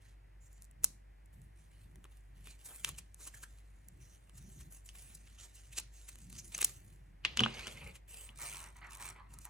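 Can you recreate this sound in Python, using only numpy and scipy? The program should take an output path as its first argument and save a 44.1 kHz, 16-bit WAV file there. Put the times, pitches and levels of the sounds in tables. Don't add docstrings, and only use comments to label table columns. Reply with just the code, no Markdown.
import sys
import numpy as np
from scipy import signal
from scipy.fft import rfft, irfft, next_fast_len
from scipy.io import wavfile
from scipy.ndimage import map_coordinates

SR = 44100
rng = np.random.default_rng(int(sys.argv[2]) if len(sys.argv) > 2 else 0)


def generate_wav(sig):
    pcm = np.round(np.clip(np.atleast_2d(sig).T, -1, 1) * 32767).astype(np.int16)
    wavfile.write(sys.argv[1], SR, pcm)


N = 418509
TIME = np.arange(N) / SR
ROOM_RING_S = 0.26
LEAD_S = 0.06


def undb(db):
    return 10 ** (np.asarray(db) / 20)

def unit(x):
    return x / np.sqrt(np.mean(x ** 2) + 1e-30)

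def response(points, size):
    hz, db = np.transpose(points)
    bins_hz = np.arange(size // 2 + 1) * SR / size
    return undb(np.interp(np.log(bins_hz + 1), np.log(hz), db))

def colour(x, points):
    size = next_fast_len(len(x))
    return unit(irfft(rfft(x, size) * response(points, size), size)[:len(x)])

def walk(rate):
    knots = rng.standard_normal(N // 20)
    return 1.2 * np.interp(TIME * rate, np.arange(len(knots)), knots)

def add(track, s, sound):
    i = max(int(s * SR), 0)
    track[..., i:i + sound.shape[-1]] += sound[..., :N - i]

def ring(modes, t, contact_s=0.00051):
    chance = rng.standard_normal((len(modes), 2))
    tones = sum(undb(db + 0.99 * louder - 60 * t / ring_s)
                * np.sin(2 * np.pi * hz * (1 + 0.0018 * higher) * t)
                for (hz, db, ring_s), (higher, louder) in zip(modes, chance))
    return (1 - np.exp(-t / contact_s)) * tones

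def tiny_slips(per_s):
    size = undb(np.minimum(rng.exponential(size=N), 4.5))
    return unit((rng.random(N) < per_s / SR) * size * rng.choice([-1, 1], N))

def gestures(rows, attack_s, sag_db_per_s, release_s):
    power = np.zeros(N)
    for start, length, db in rows:
        t = np.arange(int((length + .4) * SR)) / SR - attack_s / 2
        shape = np.minimum(t / attack_s + .5, 1) * np.exp(-np.maximum(t - length, 0) / release_s)
        level = undb(db - sag_db_per_s * (t - length / 2))
        add(power, start - attack_s / 2, (shape * level) ** 2)
    return np.sqrt(power)

def patchy(x, hz_step, rate, depth_db, brightness=0):
    hz, s, spectrum = signal.stft(x, SR, nperseg=512)
    field = rng.standard_normal((400, 1000))
    place = np.meshgrid(np.log(1 + hz / 4000) * 4000 / hz_step, s * rate, indexing="ij")
    patches_db = depth_db * 1.39 * map_coordinates(field, place, order=1, mode="mirror")
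    slope = np.clip(np.log2((hz + 1) / 7800) * 0.98, -.8, .6)
    tilt_db = slope[:, None] * np.interp(s, TIME, np.broadcast_to(brightness, N))
    gain = undb(patches_db + tilt_db - np.abs(tilt_db).max(axis=0) / 3)
    return unit(signal.istft(spectrum * gain, SR, nperseg=512)[1][:N])

# frequency in Hz, relative level in dB.
SIDE_COLOUR = [(60, -33), (250, -15), (500, -8.5), (1000, -29), (3000, -4.5), (6000, -13.5), (8500, -11),
               (11000, 1.5), (13000, 12.5), (16000, 23.5)]
def microphones(x, spread_db, table_db):
    size, t = next_fast_len(len(x)), np.arange(SR // 100) / SR
    echoes = unit(np.exp(-t / 0.0016) * rng.standard_normal(len(t)))
    scatter = rfft(echoes, size) / np.sqrt(len(t))
    scatter *= response([(60, -33), (200, -10), (450, 2), (16000, -1)], size)
    gap = -1j * response(SIDE_COLOUR, size) * undb(spread_db) + undb(table_db) * scatter
    side = irfft(rfft(x, size) * gap, size)[:len(x)]
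    return np.array([x + side, x - side])

def room(x, wet_db):
    t = np.arange(SR // 2) / SR
    shape = undb(-60 * t / ROOM_RING_S) * np.clip((t - .003) / 0.003, 0, 1)
    walls = [(100, -13.5), (250, -2), (600, 6.5), (3000, -6.5), (8000, -6), (12000, -9), (16000, -14)]
    tails = [colour(shape * rng.standard_normal(len(t)), walls) / np.sqrt(len(t)) for _ in range(2)]
    return undb(wet_db) * np.array([signal.fftconvolve(x, tail)[:N] for tail in tails])


# frequency in Hz, relative level in dB.
AIR_COLOUR = [(25, -23), (36, -7), (45, 5), (65, -2.5), (85, -1), (130, -5), (200, -22), (310, -15),
              (400, -19.5), (700, -21), (1250, -26), (1900, -17.5), (2600, -25), (3200, -32), (3900, -37),
              (12000, -37.5), (14000, -49)]
# pitch in Hz, level in dB.
HUM_TONES = [(49.3, -58), (97, -72)]
def background():
    air = undb(-69) * colour(rng.standard_normal(N), AIR_COLOUR)
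    side_colour = [(40, 7.5), (300, 4.5), (900, 2.5), (2000, -14.5), (4000, -14),
                   (12000, -39.5), (16000, -15.5)]
    side = undb(-72.5) * colour(rng.standard_normal(N), side_colour)
    hum = np.zeros(N)
    for hz, db in HUM_TONES:
        level = undb(db + 1.6 * walk(6)) * np.sqrt(2)
        hum += level * np.sin(2 * np.pi * np.cumsum(hz + 1.3 * walk(8)) / SR)
    return air + hum + np.array([side, -side])

def bumps(per_s=240):
    out, t = np.zeros(N), np.arange(SR // 6) / SR
    for when, pitch, size in rng.random((int(per_s * N / SR), 3)):
        hz = np.interp(pitch, [0, 1], [42.2, 420.7])
        add(out, when * N / SR, ring([(hz, 4 * size, 0.09)], t, contact_s=0.0045))
    return unit(out)

# frequency in Hz, relative level in dB.
RUMBLE_COLOUR = [(40, -14.5), (62, 10), (95, 1), (127, 5), (165, -1), (200, -2.5), (260, -14), (330, -12.5),
                 (500, -29), (1000, -42.5)]
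# start in seconds, length in seconds, level in dB.
GRIP_SHIFTS = [(.765, 0.11, -57), (1.08, 0.059, -87), (1.33, 0.11, -58.5), (1.48, 0.15, -67),
               (1.87, 0.12, -58.5), (2.345, 0.13, -60), (2.86, 0.061, -56), (2.96, 0.03, -60.5),
               (3.38, 0.15, -66), (3.915, 0.11, -56.5), (4.38, 0.14, -54.5), (4.53, 0.14, -56),
               (5.02, 0.38, -64), (5.6, 0.25, -69), (6.19, 0.3, -55), (6.5, 0.19, -59.5),
               (6.75, 0.38, -60.5), (7.26, 0.38, -58.5), (7.77, 0.11, -52.5), (8.37, 0.27, -63.5),
               (8.95, 0.18, -63.5), (9.32, 0.049, -56.5)]
def handling(holding_db=-71.5):
    force = gestures(GRIP_SHIFTS, attack_s=0.17, sag_db_per_s=13.5, release_s=0.049)
    rumble = colour(bumps() + undb(4.5) * rng.standard_normal(N), RUMBLE_COLOUR)
    return rumble * np.hypot(force, undb(holding_db))

# frequency in Hz, relative level in dB.
SETTLING_COLOUR = [(150, -34), (250, -13.5), (342, -34), (373, -10), (436, -20), (469, -4), (725, -24.5),
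                   (779, -10), (1770, -21), (2180, -1.5), (2740, -6.5), (3450, -30), (4500, -30),
                   (5850, -54), (9900, -120)]
SLIDING_COLOUR = [(200, -7.5), (320, -9), (500, -16), (750, -4), (1000, 3), (1200, 2.5), (1500, -3),
                  (2050, 0.5), (2600, -10.5), (3300, -17), (4300, -16.5), (5200, -36), (7000, -63)]
# start in seconds, length in seconds, level in dB.
LOOP_DRAGS = [(7.45, 0.22, -56), (7.69, 0.056, -64), (7.753, 0.025, -57.5), (7.812, 0.02, -54),
              (7.862, 0.033, -58.5), (8.11, 0.23, -75), (8.39, 0.061, -61.5), (8.48, 0.16, -64),
              (8.595, 0.085, -59), (8.755, 0.031, -61.5), (8.814, 0.071, -55), (8.89, 0.134, -63),
              (9.0, 0.11, -59), (9.15, 0.047, -58.5), (9.21, 0.061, -69), (9.31, 0.08, -69.5),
              (9.45, 0.028, -60.5)]
def dragging():
    force = gestures(LOOP_DRAGS, attack_s=0.0047, sag_db_per_s=5, release_s=0.017)
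    scrape = tiny_slips(per_s=1300)
    blend = np.interp(TIME, [7.95, 8.4], [0, 1])
    settling = np.sqrt(1 - blend) * colour(scrape, SETTLING_COLOUR)
    sliding = np.sqrt(blend) * colour(scrape, SLIDING_COLOUR)
    return patchy(settling + sliding, hz_step=130, rate=24, depth_db=3.4) * force * undb(0.54 * walk(38))

def friction(hiss_gain, body_gain, hiss_colour, body_colour, brightness, slips_per_s):
    slips = tiny_slips(slips_per_s)
    hiss = colour(slips + undb(-2) * rng.standard_normal(N), hiss_colour)
    hiss = patchy(hiss, hz_step=162.8, rate=34, depth_db=3, brightness=brightness)
    body = colour(slips + undb(2) * rng.standard_normal(N), body_colour)
    body = patchy(body, hz_step=149.5, rate=39, depth_db=3.5)
    return undb(0.77 * walk(70)) * (hiss_gain * hiss + body_gain * body)

def creaks(per_s=36, fall_s=0.002):
    onsets = (rng.random(N) < per_s / SR) * undb(2 + 4 * rng.uniform(-0.84, 1, N))
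    return 1 + signal.lfilter([1], [1, -np.exp(-1 / (fall_s * SR))], onsets)

# frequency in Hz, relative level in dB.
BRAID_HISS = [(2500, -41.5), (4200, -11), (5200, -5), (6300, 4.5), (8000, 5), (10500, 4), (12000, 1.5),
              (13200, -19), (16000, -18)]
BRAID_BODY = [(150, -10), (400, -2.5), (900, -5.5), (1700, -3), (2300, 0.5), (2850, 3), (3400, -1.5),
              (4300, -2.5), (5500, -12), (8000, -39.5)]
# start in seconds, length in seconds, level in dB.
LIGHT_TOUCH = (1.4, 5.51, -83)
# start in seconds, length in seconds, hiss level in dB,
# body level in dB compared with the hiss, brightness (higher is brighter).
BRAID_STROKES = [(0, 0.11, -77.5, 1.5, -5), (0.414, 0.057, -78, -12, -1.5), (0.496, 0.16, -79, -7.5, -4.5),
                 (1.328, 0.12, -79.5, -9, 12.5), (1.559, 0.11, -78.5, -3.5, -3.5),
                 (1.71, 0.14, -79, -0.5, 1.5), (2.102, 0.071, -76.5, -4.5, 4),
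                 (2.352, 0.091, -79.5, 2.5, 2), (2.448, 0.074, -65.5, 0.5, -4), (2.59, 0.056, -71.5, -4, 1),
                 (2.65, 0.16, -61, -8.5, 10), (2.835, 0.054, -57, -3.5, -3), (2.932, 0.089, -73.5, 0.5, -6),
                 (3.206, 0.076, -59.5, -8.5, -4.5), (3.313, 0.15, -72, -4, 0.5),
                 (3.474, 0.14, -78, -3, -2.5), (3.999, .16, -74, -4, 0), (4.339, 0.33, -72.5, -5.5, -1),
                 (4.708, 0.07, -65, -10, 6.5), (4.85, 0.05, -67, -10, -1), (4.942, 0.19, -64.5, -5, 1.5),
                 (5.16, 0.31, -73.5, -4.5, -7), (5.384, 0.069, -58, -7, -11), (5.48, 0.035, -72, -5, -8),
                 (5.558, 0.055, -63.5, -8.5, -10), (5.636, 0.053, -72, -4, -4.5),
                 (5.714, 0.12, -69, -4, -6), (5.93, 0.21, -65.5, -9.5, -9), (6.18, 0.09, -69, -12, -7.5),
                 (6.315, 0.094, -60.5, -8.5, -11.5), (6.436, 0.12, -65.5, -15.5, -1.5),
                 (6.522, 0.16, -56.5, -5.5, -13.5), (6.672, 0.099, -64.5, -9.5, -2.5),
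                 (6.788, 0.14, -78.5, -6, 2), (7.265, 0.075, -76, 17.5, -6.5),
                 (7.374, 0.18, -64.5, 5.5, -21), (7.542, 0.17, -60.5, 5, -10), (7.737, 0.16, -69, 4.5, 0.5),
                 (8.084, 0.19, -62, -4, 2.5), (9.296, 0.058, -70.5, -7, -6.5),
                 (9.406, 0.047, -63, -11.5, -6.5)]
def rubbing():
    start, length, hiss_db, body_db, brightness = np.transpose(BRAID_STROKES)
    hiss, body = (gestures(zip(start, length, db), attack_s=0.022, sag_db_per_s=7.5, release_s=0.022)
                  for db in (hiss_db, hiss_db + body_db))
    touch = gestures([LIGHT_TOUCH], attack_s=0.38, sag_db_per_s=-2, release_s=0.13)
    hiss, body = np.hypot(hiss, touch), np.hypot(body, touch * undb(-4))
    brightness = np.interp(TIME, start + length / 2, brightness)
    return creaks() * friction(hiss, body, BRAID_HISS, BRAID_BODY, brightness, slips_per_s=1400)

# start in seconds, length in seconds, level in dB, pitch in Hz, width in Hz.
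WEAVE_RASPS = [(0.403, 0.078, -73.5, 7150, 900), (0.502, 0.076, -77, 7070, 800),
               (3.204, 0.082, -64, 7000, 900), (3.336, 0.012, -58.5, 1780, 500),
               (3.363, 0.0166, -66, 1600, 400), (3.423, 0.017, -61.5, 1568, 450),
               (3.337, 0.083, -68, 6740, 900), (3.997, 0.16, -74.5, 6100, 900),
               (4.35, 0.28, -73, 6150, 897), (5.928, 0.17, -76, 6460, 700),
               (6.377, 0.023, -50.5, 6100, 1200), (8.085, 0.18, -63, 8240, 800),
               (7.752, 0.028, -59, 2170, 350), (7.808, 0.028, -59, 2350, 400),
               (7.852, 0.048, -59.5, 2220, 350), (8.406, 0.058, -59.5, 2347, 300),
               (8.812, 0.045, -54.5, 1998, 645)]
def rasps(attack_s=0.016, release_s=0.0051, wanders_per_s=30):
    out = np.zeros(N)
    for start, length, db, hz, width_hz in WEAVE_RASPS:
        t = np.arange(int((length + .1) * SR)) / SR
        swell = np.minimum(t / min(attack_s, length / 2), 1)
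        fade = np.exp(-np.maximum(t - length, 0) / release_s)
        low_pass = signal.butter(2, width_hz / 2, fs=SR, output="sos")
        slips = unit(signal.sosfilt(low_pass, rng.standard_normal((2, len(t)))))
        wander = np.interp(t * wanders_per_s, np.arange(40), rng.standard_normal(40))
        phase = 2 * np.pi * np.cumsum(hz * (1 + 0.019 * wander)) / SR
        band = slips[0] * np.cos(phase) + slips[1] * np.sin(phase)
        add(out, start, undb(db) * swell * fade * band)
    return out * undb(2.5 * walk(55))

# frequency in Hz, relative level in dB.
WRAP_HISS = [(2500, -40), (4800, -11), (5600, 2), (6400, 1.5), (7200, 2), (8600, 7.5), (9700, 2.5),
             (11300, -3.5), (12600, -6), (13400, -18.5), (16000, -20)]
WRAP_BODY = [(200, -16.5), (600, -11), (1100, -5), (1900, -6), (2350, 2.5), (2800, -5), (3400, -8.5),
             (4200, -6.5), (4900, -15), (8000, -37.5)]
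# time in seconds, strength in dB.
WRAP_PULLS = [
    [(8.34, -90), (8.358, -67), (8.42, -49.5), (8.638, -57.5), (8.756, -77), (8.764, -65.5), (8.83, -79.5),
     (8.87, -67)],
    [(8.87, -68.5), (8.892, -75), (8.9, -63), (8.956, -58), (8.964, -70.5), (9.018, -55), (9.088, -55),
     (9.2, -91.5)],
]
WRAP_BODY_DB = (-3, -2)
def pulling(catch_fall_s=0.002):
    pulls_db = [np.interp(TIME, *np.transpose(pull), left=-120, right=-120) for pull in WRAP_PULLS]
    pull_db = np.max(pulls_db, axis=0)
    body_db = np.take(WRAP_BODY_DB, np.argmax(pulls_db, axis=0))
    catches_per_s = 100 * 2 ** np.maximum((pull_db + 55.5) / 12, -1)
    phase = np.cumsum(catches_per_s * np.exp(0.18 * walk(90))) / SR % 1
    pulses = unit(np.exp(-phase / catches_per_s / catch_fall_s) * undb(1.5 * walk(80)))
    catches = catching(pulses, pull_db)
    force = undb(pull_db - 1)
    hiss, body = force * catches, force * np.sqrt(catches) * undb(body_db)
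    return friction(hiss, body, WRAP_HISS, WRAP_BODY, brightness=-2, slips_per_s=4000)

# strength in dB, share of the friction that comes in catches (0 to 1).
JERKINESS = [(-58, .62), (-50, .35)]
def catching(pulses, pull_db):
    share = np.interp(pull_db, *np.transpose(JERKINESS))
    return np.sqrt(1 - share + share * pulses ** 2)

# frequency in Hz, relative level in dB.
MIDDLE_COLOUR = [(1000, -23), (1850, 2), (2700, 6), (3350, 0.5), (4000, -2.5), (4900, -10), (7000, -27),
                 (16000, -49)]
LOW_COLOUR = [(120, -8), (350, 7), (700, 2), (1150, 9), (1700, 4), (2800, -34.5), (8000, -64.5)]
ECHO_COLOUR = [(300, 10), (1500, 1), (3200, 4.5), (4400, 5.5), (5500, 4), (7000, -3), (12000, -6.5),
               (16000, -4.5)]
def burst(rise_s, fall_s, levels_db, treble, echo_db, skirt_db, click_share):
    size = 12288
    t = np.arange(size) / SR - LEAD_S
    peak = np.exp(np.minimum(t / max(rise_s, 1e-4), -t / max(fall_s, 1e-4)))
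    skirt = undb(skirt_db) * np.exp(-np.abs(t) / 0.0054)
    shape = np.maximum(peak, skirt)
    click = np.linalg.norm(shape) * signal.unit_impulse(size, int(LEAD_S * SR))
    noise = shape * rng.standard_normal((3, size))
    slips = rfft(np.sqrt(click_share) * click + np.sqrt(1 - click_share) * noise)
    bands = (treble, MIDDLE_COLOUR, LOW_COLOUR)
    gains = [undb(db) * unit(response(band, size)) for db, band in zip(levels_db, bands)]
    direct = sum(undb(db) * unit(irfft(slip * gain)) for db, slip, gain in zip(levels_db, slips, gains))
    echo_shape = undb(-60 * t / ROOM_RING_S) * np.clip(t / 0.0081, 0, 1)
    wash = unit(echo_shape * rng.standard_normal((2, size)))
    echo = irfft(rfft(wash) * np.linalg.norm(gains, axis=0) * response(ECHO_COLOUR, size))
    strength = np.sqrt(np.mean(shape ** 2))
    return direct * strength, echo * strength * undb(echo_db)

# frequency in Hz, relative level in dB.
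KNOCK_TREBLE = [(3000, -38.5), (4500, 5), (6500, 5), (8500, -1), (11000, -11), (13000, -15), (16000, -34)]
# pitch in Hz,
# relative level in dB, ring time in seconds.
PLUG_AND_PANEL_TONES = [(1083, -29, 0.071), (1235, -26.5, 0.066), (1890, -42, 0.019), (2820, -16, 0.06),
                        (2948, -6, 0.023), (3022, -4, 0.027), (3220, -9.5, 0.031), (3344, -15, 0.056),
                        (2630, -32, .3), (2850, -30, .32), (3400, -34, 0.197), (3730, -30, .12), (4080, -33, 0.19),
                        (5760, -17.5, 0.012), (6700, -22, 0.01)]
TRAY_TONES = [(125, 1.5, 0.26), (161, -13, 0.4), (204.6, -4, 0.2), (224, -2.5, 0.27), (333, -4.5, 0.079),
              (412, -7, 0.1), (469, -13.5, 0.2), (595, -14, 0.09), (764, -13, 0.11)]
# time in seconds, fall in seconds, # then levels
# in dB for the treble, the middle, the low end, the ring of plug and panels, and the tray's thud.
PLUG_KNOCKS = [(4.89, 0.0021, -48, -54.5, -88, -45, -75), (7.241, 0.0018, -70, -60, -67, -49.5, -71.5),
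               (7.25, 0.0062, -41, -25.5, -39, -23, -66), (7.3724, 0.003, -32.5, -30, -39.5, -30.5, -54),
               (7.385, .002, -62.5, -48, -51, -39, -41.5), (7.393, 0.0028, -40.5, -49, -51, -14, -53.5),
               (7.405, 0.0029, -34.5, -28, -28, -32, -39.5), (7.409, 0.003, -57.5, -51, -40, -36, -30.5),
               (7.4362, 0.0024, -46, -43, -34.5, -16, -54), (7.451, 0.0055, -51, -44, -46, -42, -54.5),
               (7.462, 0.0034, -60, -37, -26, -62, -60), (7.5697, 0.0023, -66, -58, -52, -40, -56),
               (7.67, 0.0036, -42.5, -64, -43, -35.5, -53.5), (8.2909, 0.0028, -72, -53, -77, -45, -61.5),
               (8.546, 0.0013, -66, -43.5, -47, -56, -68)]
def knocks():
    cracks, rings, t = np.zeros((2, N)), np.zeros(N), np.arange(SR // 3) / SR
    for s, fall_s, *levels_db, plug_db, tray_db in PLUG_KNOCKS:
        direct, echo = burst(0.0001, fall_s, levels_db, KNOCK_TREBLE,
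                             echo_db=-13, skirt_db=-21, click_share=0.35)
        add(cracks, s - LEAD_S, microphones(direct, spread_db=-2.5, table_db=-7) + echo)
        add(rings, s, undb(plug_db) * ring(PLUG_AND_PANEL_TONES, t))
        add(rings, s, undb(tray_db) * ring(TRAY_TONES, t, contact_s=0.0018))
    return cracks + microphones(rings, spread_db=1.5, table_db=-13) + room(rings, wet_db=-14.5)

def ping():
    out = np.zeros(N)
    add(out, 6.548, ring([(6240, -24.5, 0.016)], np.arange(SR // 10) / SR))
    return out

# frequency in Hz, relative level in dB.
PAPER_TREBLE = [(3000, -33), (4000, -5.5), (4800, -8), (6000, 0.5), (7600, 5), (10000, 2.5), (12000, 1),
                (13500, -19.5), (16000, -17)]
# peak time in seconds, swell in seconds, then treble, middle and low levels in dB.
PAPER_SCUFFS = [(1.344, 0.0042, -73, -83, -83), (2.054, 0.0027, -69, -62, -55.5),
                (2.118, 0.0039, -84, -81, -72), (2.663, 0.01, -51, -75, -68), (2.715, 0.021, -64, -81, -61),
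                (2.882, 0.0099, -52, -54, -52.5), (2.987, 0.006, -45.5, -53.5, -61),
                (3.209, 0.014, -57, -71, -65), (3.275, 0.0063, -45.5, -57.5, -56),
                (3.348, 0.0072, -55, -75, -70), (3.374, 0.0045, -57, -69, -74),
                (3.435, 0.0077, -49.5, -58.5, -62.5), (4.38, 0.0062, -55.5, -69.5, -72),
                (4.61, 0.01, -57, -63.5, -68.5), (4.955, 0.0032, -63, -59, -62),
                (5.152, 0.0048, -50, -78, -83), (5.2748, 0.0023, -66, -58.5, -72),
                (5.555, 0.01, -57.5, -81, -88), (5.732, 0.008, -55, -56.5, -82),
                (5.799, 0.0044, -43, -52, -56.5), (6.091, 0.0055, -48, -54.5, -63.5),
                (6.302, 0.003, -53.5, -62.5, -80), (6.39, 0.0061, -48.5, -57, -79),
                (6.589, .002, -43, -44, -45), (6.625, 0.0012, -48, -39.5, -42),
                (7.725, 0.024, -58.5, -73, -71), (7.958, 0.011, -57, -58, -66),
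                (9.34, 0.0033, -53.5, -76, -63.5)]
# time in seconds, treble level in dB, middle level in dB.
EDGE_TICKS = [(0.53, -60, -79), (0.622, -49, -71), (0.632, -59, -80), (0.644, -54, -78), (0.651, -57, -81),
              (0.7123, -57.5, -70), (0.836, -41, -50), (1.2594, -61.5, -89), (1.418, -58.5, -75),
              (1.9579, -56.5, -61), (2.0426, -53, -54.5), (2.472, -50, -48.5), (2.9633, -58, -72),
              (3.1447, -46.5, -68), (3.8857, -49, -75), (4.296, -56, -59.5), (4.724, -51.5, -63),
              (6.1569, -50, -57), (6.1874, -54, -62), (6.328, -46.5, -55), (8.419, -43, -55),
              (8.641, -48, -56), (8.767, -55, -78), (8.902, -58, -66), (8.9087, -55, -64),
              (8.922, -49, -57), (8.9518, -44.5, -62), (8.9721, -50, -64), (9.008, -47, -57),
              (9.0253, -45, -50), (9.058, -45, -60), (9.065, -47, -62), (9.101, -47, -62),
              (9.388, -45, -63), (9.453, -41, -53)]
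# time, rise and fall in seconds, then treble, middle and low levels in dB,
# stereo width in dB, share of clean click (0 to 1), treble tilt in dB per octave.
TAB_SNAPS = [(0.844, .0001, 0.00019, -10.5, -38, -35.5, 3, 1, 1.5),
             (0.8443, 0.0021, 0.0023, -25.5, -46.5, -43.5, -0.5, 0, 0),
             (0.8486, 0.00023, 0.00059, -26, -40, -52, -3.5, 0.44, 1.5),
             (2.847, 0.0003, 0.0022, -28.5, -28, -43, 2, 0.25, -8),
             (2.8914, 0.0012, .0012, -36.5, -49, -48, -1, 0.02, 0),
             (5.786, 0.0087, .003, -33.5, -41, -52, 1, 0, -10.5),
             (6.548, 0.0036, 0.0028, -41.5, -43, -55, -5, 0, -7.5),
             (6.58, .0012, .0018, -35.5, -49.5, -52, -4, 0.1, 1),
             (6.617, 0.005, 0.0022, -30.5, -37, -48, 1, 0.02, 2.5),
             (6.628, 0.00085, 0.0025, -29, -36.5, -41.5, -10, 0.37, -9.5),
             (6.6466, 0.0015, 0.0032, -21, -38, -46.5, -1, 0.34, 0.5)]
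def paper():
    out = np.zeros((2, N))

    def play(s, rise_s, fall_s, levels_db, width_db=1, click_share=0, tilt_db=0):
        treble = [(hz, db + tilt_db * np.log2(hz / PAPER_TREBLE[0][0])) for hz, db in PAPER_TREBLE]
        direct, echo = burst(rise_s, fall_s, levels_db, treble,
                             echo_db=-16.5, skirt_db=-22, click_share=click_share)
        add(out, s - LEAD_S, microphones(direct, spread_db=width_db, table_db=-11) + echo)

    for s, rise_s, fall_s, *levels_db, width_db, click_share, tilt_db in TAB_SNAPS:
        play(s, rise_s, fall_s, levels_db, width_db, click_share, tilt_db)
    for s, treble_db, middle_db in EDGE_TICKS:
        levels_db = (treble_db, middle_db, middle_db - 3)
        play(s, rise_s=0.0004, fall_s=0.0011, levels_db=levels_db, click_share=0.15)
    for s, swell_s, *levels_db in PAPER_SCUFFS:
        play(s, swell_s, swell_s, levels_db, tilt_db=-4)
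    return out

def scene():
    rub = rubbing() + rasps() + pulling() + handling()
    drag = dragging()
    near = paper() + ping() + microphones(rub, spread_db=2.5, table_db=-10) + room(rub, wet_db=-13)
    far = knocks() + microphones(drag, spread_db=0.5, table_db=-26) + room(drag, wet_db=-9.5)
    return near + far + background()

def record(dry):
    low_cut = signal.butter(5, 36, "high", fs=SR, output="sos")
    high_cut = signal.ellip(8, .2, 70, 16300, fs=SR, output="sos")
    return signal.sosfilt(np.vstack([low_cut, high_cut]), dry)


dry = scene()
out = record(dry)
generate_wav(out)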